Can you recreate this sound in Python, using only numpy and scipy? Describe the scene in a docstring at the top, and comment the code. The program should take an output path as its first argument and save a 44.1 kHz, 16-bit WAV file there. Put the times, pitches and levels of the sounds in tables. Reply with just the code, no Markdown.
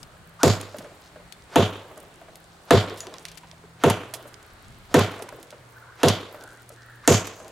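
"""A clearing in the woods: still air, puffs of wind and distant hums, heard by a small stereo microphone.
Two metres away a heavy machete chops seven times into a standing trunk: filtered noise and a tone swish in,
noise bursts crack, and delayed sine waves ring the trunk. A noise echo from the trees answers each blow.
Splinters snap, chips knock and click onto dry leaves as short bursts, and the blade sometimes pings.
Near the end a far crow caws in rattling tone and noise."""
import sys
import numpy as np
from scipy import signal
from scipy.io import wavfile
from scipy.ndimage import uniform_filter1d

SR = 44100
rng = np.random.default_rng(int(sys.argv[2]) if len(sys.argv) > 2 else 0)


def natural_amplitude(level_db):
    """Convert a level in decibels to a linear amplitude factor, elementwise."""
    exponent = np.asarray(level_db, float) / 20
    return 10 ** exponent


def store_pcm(level_fs):
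    """Save levels as 16-bit WAV."""
    pcm = np.round(np.clip(level_fs, -1, 1) * 32767).astype(np.int16)
    wavfile.write(sys.argv[1], SR, np.atleast_2d(pcm).T)


N = 331191
TIME = np.arange(N) / SR
SIDES = np.array([[1], [-1]])  # opposite signs for left and right
SWING = 8192  # samples in one swing of the blade
BEFORE_S = TIME[SWING - 1::-1]  # time left until the blade lands

# blows into the trunk: (time [s], thud level [dB], bite level [dB], splinter pitch [Hz], splinter level [dB])
BLOW_TABLE = [(0.432, -6.5, -19.5, 4730, -11.5), (1.558, -6.5, -61, 2920, -17),
              (2.707, -4.5, -15.5, 3400, -19), (3.837, -6, -21, 2640, -53), (4.942, -4.5, -17, 3450, -23.5),
              (6.032, -6, -31, 3390, -16.5), (7.076, -5.5, -16.5, 5950, -9.5)]


def unit(x):
    """Scale to rms 1."""
    return x / np.sqrt(np.mean(x ** 2))


def band(x, hz, octaves, order=2):
    """Band-pass around hz."""
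    low = hz * 2. ** (-octaves / 2)
    high = min(hz * 2. ** (octaves / 2), SR / 2.05)
    return signal.sosfilt(signal.butter(order, (low, high), "band", fs=SR, output="sos"), x)


def walk(rate):
    """Slow random drift of rms 1, with about rate new values per second."""
    k = int(SR / rate)
    steps = np.repeat(rng.standard_normal(N // k + 1), k)
    return unit(uniform_filter1d(uniform_filter1d(steps, k), k)[:N])


def add(track, s, sound):
    """Mix a short sound in at time s."""
    i = int(s * SR)
    track[..., i:i + sound.shape[-1]] += sound[..., :N - i]


def hump(s, half):
    """A smooth swell around time s."""
    return np.exp(-((TIME - s) / half) ** 2)


def shower():
    """How thickly chips are landing, about 0-1: rising after each blow, then thinning out."""
    peak_s = 0.15
    since = np.maximum(TIME - np.array(BLOW_TABLE)[:, :1], 0) / peak_s
    return (since * np.exp(1 - since)).sum(axis=0)


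def still_air():
    """The quiet of the woods: half-octave noise bands that drift; far hiss stays smooth, the bass wanders."""
    # sound of the calm woods before scaling: (frequency [Hz], relative level [dB per Hz])
    air_spectrum = [(12, -38), (20, -12), (108, 4.5), (224, -6), (599, -2), (772, -4.5), (1430, -5.5),
                    (2370, -12.5), (4790, -15), (5360, -22), (7730, -18), (14300, -33), (16500, -29)]
    hz_points, db_points = np.transpose(air_spectrum)
    air, swell = 0, walk(1.0)
    for hz in 22 * 2 ** np.arange(0, 9.6, .5):
        mid, side = (unit(band(rng.standard_normal(N), hz, 0.49)) for _ in range(2))
        db = np.interp(np.log(hz), np.log(hz_points), db_points) + 10 * np.log10(hz)
        db = db + (.8 * swell + 1.5 * walk(3)) * min(1, 1600 / hz + .25)
        air = air + natural_amplitude(db) * (mid + np.clip(hz / 1500, .3, .8) * side * SIDES)
    return natural_amplitude(-53.5) * unit(air)


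def wind():
    """Low noise of moving air on the microphone: a faint constant breath and two puffs."""
    # puffs of wind: (time [s], half length [s], level [dB])
    puffs = [(0.05, 0.55, -63), (4.76, 0.18, -54)]
    calm_db = -67
    strength = natural_amplitude(calm_db) + sum(natural_amplitude(db) * hump(s, half) for s, half, db in puffs)
    rumble = natural_amplitude(3.5 * walk(25)) * unit(band(rng.standard_normal((3, N)), 60, 2.6))
    return strength * (rumble[0] + 0.45 * rumble[1:])


def distant_hums():
    """Far low tones that swell and fade, wavering in pitch and level."""
    # distant hums: (time [s], half length [s], centre pitch [Hz], mean level [dB])
    hum_table = [(0.5, .6, 168, -58), (2.4, .45, 165, -60), (3.5, .6, 163, -55), (3.6, .35, 83, -58),
                 (4.0, .6, 121, -56), (5.2, .3, 118, -58), (5.75, .3, 120, -55), (6.9, .4, 119, -54),
                 (1.2, .4, 172, -60)]
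    out = np.zeros(N)
    for s, half, hz, db in hum_table:
        tone = np.sin(2 * np.pi * np.cumsum(hz * (1 + 0.008 * walk(4))) / SR)
        out += hump(s, half) * tone * natural_amplitude(db + 2.5 * walk(9))
    return out


def leaf_rustle():
    """Leaves rustle under the falling chips: mid-band noise that follows the shower unevenly."""
    rustle_db = -51
    noise = unit(band(rng.standard_normal(N), 503, 1.9))
    return natural_amplitude(rustle_db) * shower() * natural_amplitude(3.4 * walk(40)) * noise


def woods():
    """The place itself: still air, wind, hums and leaf rustle."""
    return still_air() + wind() + distant_hums() + leaf_rustle()


def burst(noise, hz, octaves, ms):
    """Fibres break: coloured noise whose amplitude decays by e in ms, with energy in step with its length."""
    ms = max(ms, .3)
    x = band(noise * np.exp(-TIME[:len(noise)] * 1000 / ms), hz, octaves)
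    return x * np.sqrt(ms * SR / 8000 / np.sum(x ** 2))


def snaps():
    """Splinters and leaves snap: a few fibres part, the first sharpest; the trees hear each as a clap."""
    # the clearest splinters and leaf snaps, before scaling:
    # (time [s], snap level [dB], fizz level [dB], decay time [ms])
    snap_table = [(0.03, -35, -51, 2.9), (0.479, -18.5, -31, 3.9), (0.613, -30, -30, 1.8),
                  (0.7845, -34.5, -42, 7), (1.3236, -35.5, -45.5, 3.3), (1.9765, -55, -44.5, 3.5),
                  (2.001, -58, -44.5, 3), (2.356, -38, -43.5, 3.2), (2.8983, -29, -62, 1.5),
                  (2.974, -41, -49, 36), (3.0055, -19.5, -38, 1.3), (3.0693, -30, -53, 2.8),
                  (3.14, -27, -48, 1.7), (3.184, -28.5, -49, 0.92), (3.253, -28, -43, 8.2),
                  (3.283, -35.5, -52, 8.6), (3.316, -38, -48, 5.1), (3.3741, -35.5, -45.5, 6.2),
                  (3.514, -33.5, -65, 1.7), (3.8994, -18.5, -22, 5.1), (4.1384, -28, -32, 11),
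                  (4.275, -53, -50, 13), (4.342, -39, -71, 1.8), (4.428, -48, -48, 3.1),
                  (4.993, -24, -28, 4.6), (5.2222, -35, -40, 8.1), (5.29, -34, -43, 1.8),
                  (5.429, -40.5, -44.5, 5.6), (5.5055, -37, -48, 3.5), (6.0842, -9, -26, 7.3),
                  (6.438, -44, -43, 2), (6.692, -45, -39.5, 2.9), (7.1227, -19.5, -30, 18),
                  (7.271, -33, -38.5, 4.7), (7.4809, -39, -41, 1.1)]
    split_db, first_db = 5, 7  # unevenness of the fibres, lift of the first one
    out, sent = np.zeros((2, N)), np.zeros(N)
    clap = np.zeros((2, 4096))
    clap[:, 0] = 1

    def snap_and_fizz(source):
        snap = natural_amplitude(snap_db) * burst(source[0], 3180, 1.88, ms)
        return snap + natural_amplitude(fizz_db + 5) * burst(source[1], 8900, 0.98, ms)

    for s, snap_db, fizz_db, ms in snap_table:
        parting = np.repeat(np.minimum(rng.exponential(size=512), 2), 8)
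        fibres = rng.standard_normal((2, 4096)) * natural_amplitude(split_db * parting)
        fibres[:, :8] *= natural_amplitude(first_db)
        place = natural_amplitude(3.8 * rng.standard_normal() * SIDES)  # each lands somewhere left or right
        add(out, s, snap_and_fizz(fibres) * place)
        add(sent, s, natural_amplitude(-16.5) * snap_and_fizz(clap))
    return out, sent


def scatter(per_s):
    """Lone clicks of uneven size that come in clumps."""
    clumps = per_s * natural_amplitude(9 * walk(25))
    clicks = rng.random((2, N)) < clumps / SR
    size = natural_amplitude(np.minimum(4 * rng.exponential(size=(2, N)), 12))
    return clicks * size * rng.standard_normal((2, N))


def leaf_crackle():
    """Bark, leaf and dust ticks at all times, thicker in each shower: band-passed lone clicks."""
    # ticks of coarse bark, leaves, fine dust: (centre frequency [Hz])
    tick_bands = 4630, 7300, 12900
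    ticks_per_s, shower_ticks_per_s, tick_db = 40, 240, -45  # rates before clumping, shared by the bands
    rate = (ticks_per_s + shower_ticks_per_s * shower()) / len(tick_bands)
    crackle = sum(band(scatter(rate), hz, 0.92) * np.sqrt(8000 / hz) for hz in tick_bands)
    return natural_amplitude(tick_db) * (crackle + 1.1 * crackle[::-1])  # each side also hears the other's ticks


def patter():
    """Small chips patter down in each shower: clicks through narrow wooden resonances."""
    per_s, patter_db = 90, -20
    clicks = scatter(per_s * shower())
    return natural_amplitude(patter_db) * (band(clicks[0], 650, 0.26) + 0.75 * band(clicks[1], 468, 0.26))


def swish(db, hz, ms, sudden, whistle_db):
    """Air sheds eddies off the edge as noise and a climbing edge tone, shaded by the trunk at the end."""
    impact_hz, rise_hz_per_ms = 1656, 13  # whistle climbs over the last 60 ms as the blade speeds up
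    shade = 1 - 0.76 * np.exp(-BEFORE_S / 0.0077)
    rise = np.exp(-(BEFORE_S * 1000 / ms) ** sudden) * shade
    noise = rng.standard_normal(SWING)
    eddies = unit(band(noise, hz, 4.2 / sudden) + 0.24 * band(noise, 1560, 3.3))
    tone_hz = impact_hz - rise_hz_per_ms * np.minimum(BEFORE_S * 1000, 60)
    tone_hz = tone_hz * (1 + 0.0415 * walk(201.3)[:SWING])
    whistle = np.sin(2 * np.pi * np.cumsum(tone_hz) / SR)
    return rise * (natural_amplitude(db) * eddies + natural_amplitude(whistle_db + 3.3 * walk(116)[:SWING]) * whistle)


def trunk(tilt_db, knock_db, boom_db):
    """Bending waves ring the trunk, low ones mostly late; where the blade lands changes each one's share."""
    # waves coming back along the trunk, before each blow's changes:
    # (pitch [Hz], relative level [dB], arrival of peak [ms], spread [ms])
    wave_table = [(1333, -4, 0.69, 1.23), (1792, -13, 1.5, 2.6), (684, -1.5, 6.1, 5.2),
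                  (482.7, 5.5, 7.9, 1.11), (290, -0.5, 7.7, 4.9), (915, -3.5, 8.3, 2.8),
                  (1105, -6, 19.4, 0.69), (149.8, -4, 28.2, 9.8), (492.4, -6, 34, 9.5),
                  (394.2, -2, 36.8, 5.7), (228.5, -2.5, 44.4, 3.9), (34.7, -28.5, 22, 34),
                  (103.2, -2.5, 50.5, 14.2), (600, -14.5, 39.6, 2.8), (700, -8.5, 24.8, 4.1),
                  (692, -13.5, 45, 7.3), (391.2, -11.5, 57.3, 7.2), (112.8, -5, 64.6, 13.5),
                  (205.6, -4, 73, 2.96), (423, -19, 53, 33.4), (110.9, -14, 102, 11.7),
                  (100.35, -24.5, 67, 65)]
    knock_hz, boom_hz = 755, 105
    ms = TIME[:SR // 2] * 1000
    hz, db, late, width = (c[:, None] for c in np.transpose(wave_table))
    share_draw, side_draw, pitch_draw = rng.standard_normal((3, len(wave_table)))
    swell = np.exp((late / width) ** 2 * (np.log(ms / late + 1e-9) + 1 - ms / late))
    share = 1.5 * share_draw[:, None] + tilt_db * np.log2(hz / 300)
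    share = share + knock_db * np.exp(-(np.log2(hz / knock_hz) / 0.39) ** 2)
    share = share + boom_db * (hz < 1.2 * boom_hz)
    hz = hz * (1 + .015 * pitch_draw[:, None] * hz / knock_hz)
    waves = natural_amplitude(db - 7.0 + share) * swell * np.sin(2 * np.pi * hz * ms / 1000)
    # waves leave the trunk at different spots, so each leans to one side
    return waves.sum(axis=0) + 0.15 * (side_draw @ waves) * SIDES


def crack(noise, bite_db, hz, splinter_db):
    """The edge bites, a splinter tears, fine fibres fizz, the gripped blade rings dully: noise bursts."""
    # thinner, higher splinters fizz more: -22 dB at 4 kHz, 8.5 dB more per octave
    fizz_db = -22 + 8.5 * np.log2(hz / 4000)
    bite = natural_amplitude(bite_db) * burst(noise[0], 1504, 2.26, 2.97)
    splinter = natural_amplitude(splinter_db) * burst(noise[1], hz, 0.83, 2.2)
    fizz = burst(noise[2], 10700, 0.52, 2.6)
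    blade = 1.12 * burst(noise[0], 6570, 0.31, 4.0)
    return natural_amplitude(4.5) * (bite + splinter + natural_amplitude(fizz_db) * (fizz + blade))


def tear(db):
    """The wood goes on tearing round the buried edge: a flickering noise burst."""
    noise = burst(rng.standard_normal(SWING), 1050, 1.7, 20)
    return natural_amplitude(db - 20 + 4.1 * walk(120)[:SWING]) * noise


def chops():
    """Swish, thud in the trunk, crack and tear; far trees get the crack's colour as one clap."""
    # swing before each blow: (swish level [dB], swish pitch [Hz], swish rise [ms], suddenness [exponent],
    # whistle level [dB])
    stroke_table = [(-40.5, 1130, 35, 4.7, -33.5), (-36.5, 490, 32, 1.25, -55), (-44.5, 580, 30, 2.2, -51),
                    (-39.5, 690, 26, 1.3, -49), (-41.5, 480, 35, 1.7, -56), (-38.5, 850, 37, 1.6, -54),
                    (-44, 1400, 41, 4.3, -45)]
    # where the edge lands colours the thud: (brightness [dB per octave], knock [dB], boom [dB])
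    landing_table = [(0, 2, 2), (0.5, 3.5, 0.5), (1.5, 0, 1.5), (1.3, -2, 0), (2, -5, 2), (0.4, -0.5, -1),
                     (0, 1, 1.5)]
    near, sent = np.zeros((2, N)), np.zeros(N)
    clap = np.zeros((3, SWING))
    clap[:, 0] = 1
    for blow, stroke, landing in zip(BLOW_TABLE, stroke_table, landing_table):
        s, thud_db, *edge = blow
        tilt_db, knock_db, boom_db = landing
        add(near, s - SWING / SR, swish(*stroke))
        add(near, s, natural_amplitude(thud_db) * trunk(tilt_db, knock_db, boom_db))
        add(near, s, natural_amplitude(1.5) * crack(rng.standard_normal((3, SWING)), *edge))
        add(near, s, tear(thud_db + 2.4 * tilt_db))
        far_thud = natural_amplitude(thud_db - 7 + 0.15 * knock_db) * burst(clap[0], 496, 2.52, 4.75)
        add(sent, s, crack(clap, *edge) + far_thud)
    return near, sent


def trees(x):
    """Near trunks answer densely but unevenly and fade band by band; the deep woods hang on faintly."""
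    # echo of the trees: (frequency [Hz], relative level [dB], dense for [ms], then t60 [s])
    echo_table = [(153, -12.5, 109, 0.29), (357, -4, 13, 0.36), (600, -12, 60.7, 0.34),
                  (1340, -13.5, 34, 0.49), (2634, -11.5, 14.5, 0.49), (5040, -23, 55.5, 0.44),
                  (9200, -20, 26.4, 0.27), (14200, -41, 27, 0.28)]
    t = TIME[:SR]
    echo, trunks = 0, natural_amplitude(1.8 * walk(300)[:SR])
    onset = np.minimum(t / .005, 1)
    for hz, db, dense_ms, t60 in echo_table:
        mid, side = rng.standard_normal((2, SR))
        pair = band(mid + np.clip(hz / 5000, .15, .45) * side * SIDES, hz, 0.89)
        fade = 1000. ** (-np.maximum(t - dense_ms / 1000, 0) / t60)
        fade = fade + natural_amplitude(-25) * 1000. ** (-t / 1.94)  # deep woods
        echo = echo + natural_amplitude(db + 2.2 * walk(30)[:SR]) * pair * fade
    return natural_amplitude(-12.5) * signal.fftconvolve(np.atleast_2d(x), echo * trunks * onset, axes=1)[:, :N]


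def knock(hz, ms):
    """A soft contact rings a small piece of wood briefly."""
    t = TIME[:4096] * 1000 / ms
    return t * np.exp(1 - t) * np.sin(2 * np.pi * hz * TIME[:4096])


def chip_knocks():
    """Chips knock on wood and ground, tip over and land again softer and lower; the trees hear the first."""
    # the clearest knocks, before scaling: (time [s], level [dB], pitch [Hz])
    knock_table = [(0.61, -38, 646), (0.746, -28.5, 605), (0.785, -31.5, 258), (0.808, -35.5, 617),
                   (0.847, -33.5, 600), (1.16, -36.5, 610), (1.2, -42, 600), (1.325, -43.5, 4360),
                   (1.85, -37.5, 480), (1.912, -38, 620), (1.975, -38, 620), (2.035, -43.5, 600),
                   (2.216, -38.5, 673), (2.286, -40, 644), (2.825, -32, 700), (2.883, -33, 620),
                   (2.918, -27.5, 439), (3.035, -35, 666), (3.072, -31.5, 384), (3.126, -35.5, 620),
                   (3.142, -36.5, 1050), (3.435, -40.5, 960), (3.639, -40, 430), (3.9, -17, 900),
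                   (4.138, -31, 654), (4.195, -39, 656), (4.256, -36, 586), (4.992, -14, 1050),
                   (5.198, -30, 670), (5.222, -29.5, 437), (5.288, -35, 986), (5.327, -32.5, 598),
                   (5.387, -35.5, 410), (5.527, -35, 603), (6.085, -21, 996), (6.346, -31.5, 600),
                   (6.704, -38.5, 584), (7.275, -33, 418), (7.402, -35, 630), (7.454, -37, 630)]
    ms = 9.1
    bounce_s, bounce_db, bounce_pitch = 0.012, -13, 0.798  # mean delay, relative level, pitch ratio
    out, sent = np.zeros((2, N)), np.zeros(N)
    clap = np.zeros(4096)
    clap[0] = 1
    for s, db, hz in knock_table:
        scrape = burst(rng.standard_normal(4096), 1.3 * hz, 1.8, ms)
        add(out, s - .002, natural_amplitude(db) * (0.55 * knock(hz, ms / 2) + 0.71 * scrape))
        again = s + bounce_s * (.5 + rng.random())
        add(out, again, natural_amplitude(db + bounce_db) * knock(bounce_pitch * hz, ms / 2))
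        add(sent, s, natural_amplitude(db - 15.0) * burst(clap, hz, 2.9, ms))
    return out, sent


def blade_pings():
    """The blade rings free: three decaying sine modes."""
    # modes of the blade: (pitch [Hz], relative level [dB], t60 [s])
    mode_table = [(5938, -9, .33), (6939, 0, .13), (10200, -12, .12)]
    # pings: (time [s], level [dB], lift of the modes above the lowest [dB])
    ping_table = [(3.004, -40.5, 5), (3.836, -38, -10), (3.898, -37, -8), (4.941, -26.5, -6)]
    out = np.zeros((2, N))
    t = TIME[:SR // 3]
    for s, db, upper_db in ping_table:
        for hz, mode_db, t60 in mode_table:
            level = natural_amplitude(db + mode_db + upper_db * (hz > mode_table[0][0]))
            add(out, s, level * np.sin(2 * np.pi * hz * t) * 1000. ** (-t / t60))
    return out


def crow():
    """Hoarse caws far off: an unsteady voice, rattling, mostly one throat resonance."""
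    # caws, before the voice and noise are mixed: (start [s], length [s], level [dB], throat pitch [Hz])
    caw_table = [(5.723, 0.27, -53, 1467), (6.33, 0.31, -52, 1468), (6.743, 0.33, -56.5, 1714),
                 (6.76, 0.25, -56, 1426)]
    out = np.zeros(N)
    rattle = 1 + .4 * np.sin(2 * np.pi * 85 * TIME + 3 * walk(60))
    for s, length, db, hz in caw_table:
        shape = np.sin(np.pi * np.clip((TIME - s) / length, 0, 1)) ** 0.57
        voice = np.sin(2 * np.pi * np.cumsum(hz * (1 + 0.16 * walk(40))) / SR)
        breath = unit(band(rng.standard_normal(N), hz, .22))
        out += natural_amplitude(db) * shape * rattle * (.6 * voice + breath)
    return out


def scene():
    """The tree stands a little to the right, with debris, crow and woods around it."""
    near, chop_claps = chops()
    splinters, snap_claps = snaps()
    chips, knock_claps = chip_knocks()
    debris = splinters + chips + blade_pings() + leaf_crackle() + patter()
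    tree = near + trees(chop_claps + snap_claps + knock_claps)
    lean = natural_amplitude(0.4 * -SIDES)  # quieter left, louder right
    return tree * lean + debris + crow() + woods()


def top_cut(x):
    """Nothing passes above the cut-off."""
    return signal.sosfilt(signal.butter(12, 16980, fs=SR, output="sos"), x)


def record(dry):
    """The small microphone rounds the loudest peaks and loses the very top."""
    rounded = np.tanh(0.86 * dry) / 0.73
    low_pass = signal.ellip(6, .3, 50, 15900, fs=SR, output="sos")
    heard = signal.sosfilt(low_pass, rounded)
    return top_cut(heard)


dry = scene()
out = record(dry)
store_pcm(out)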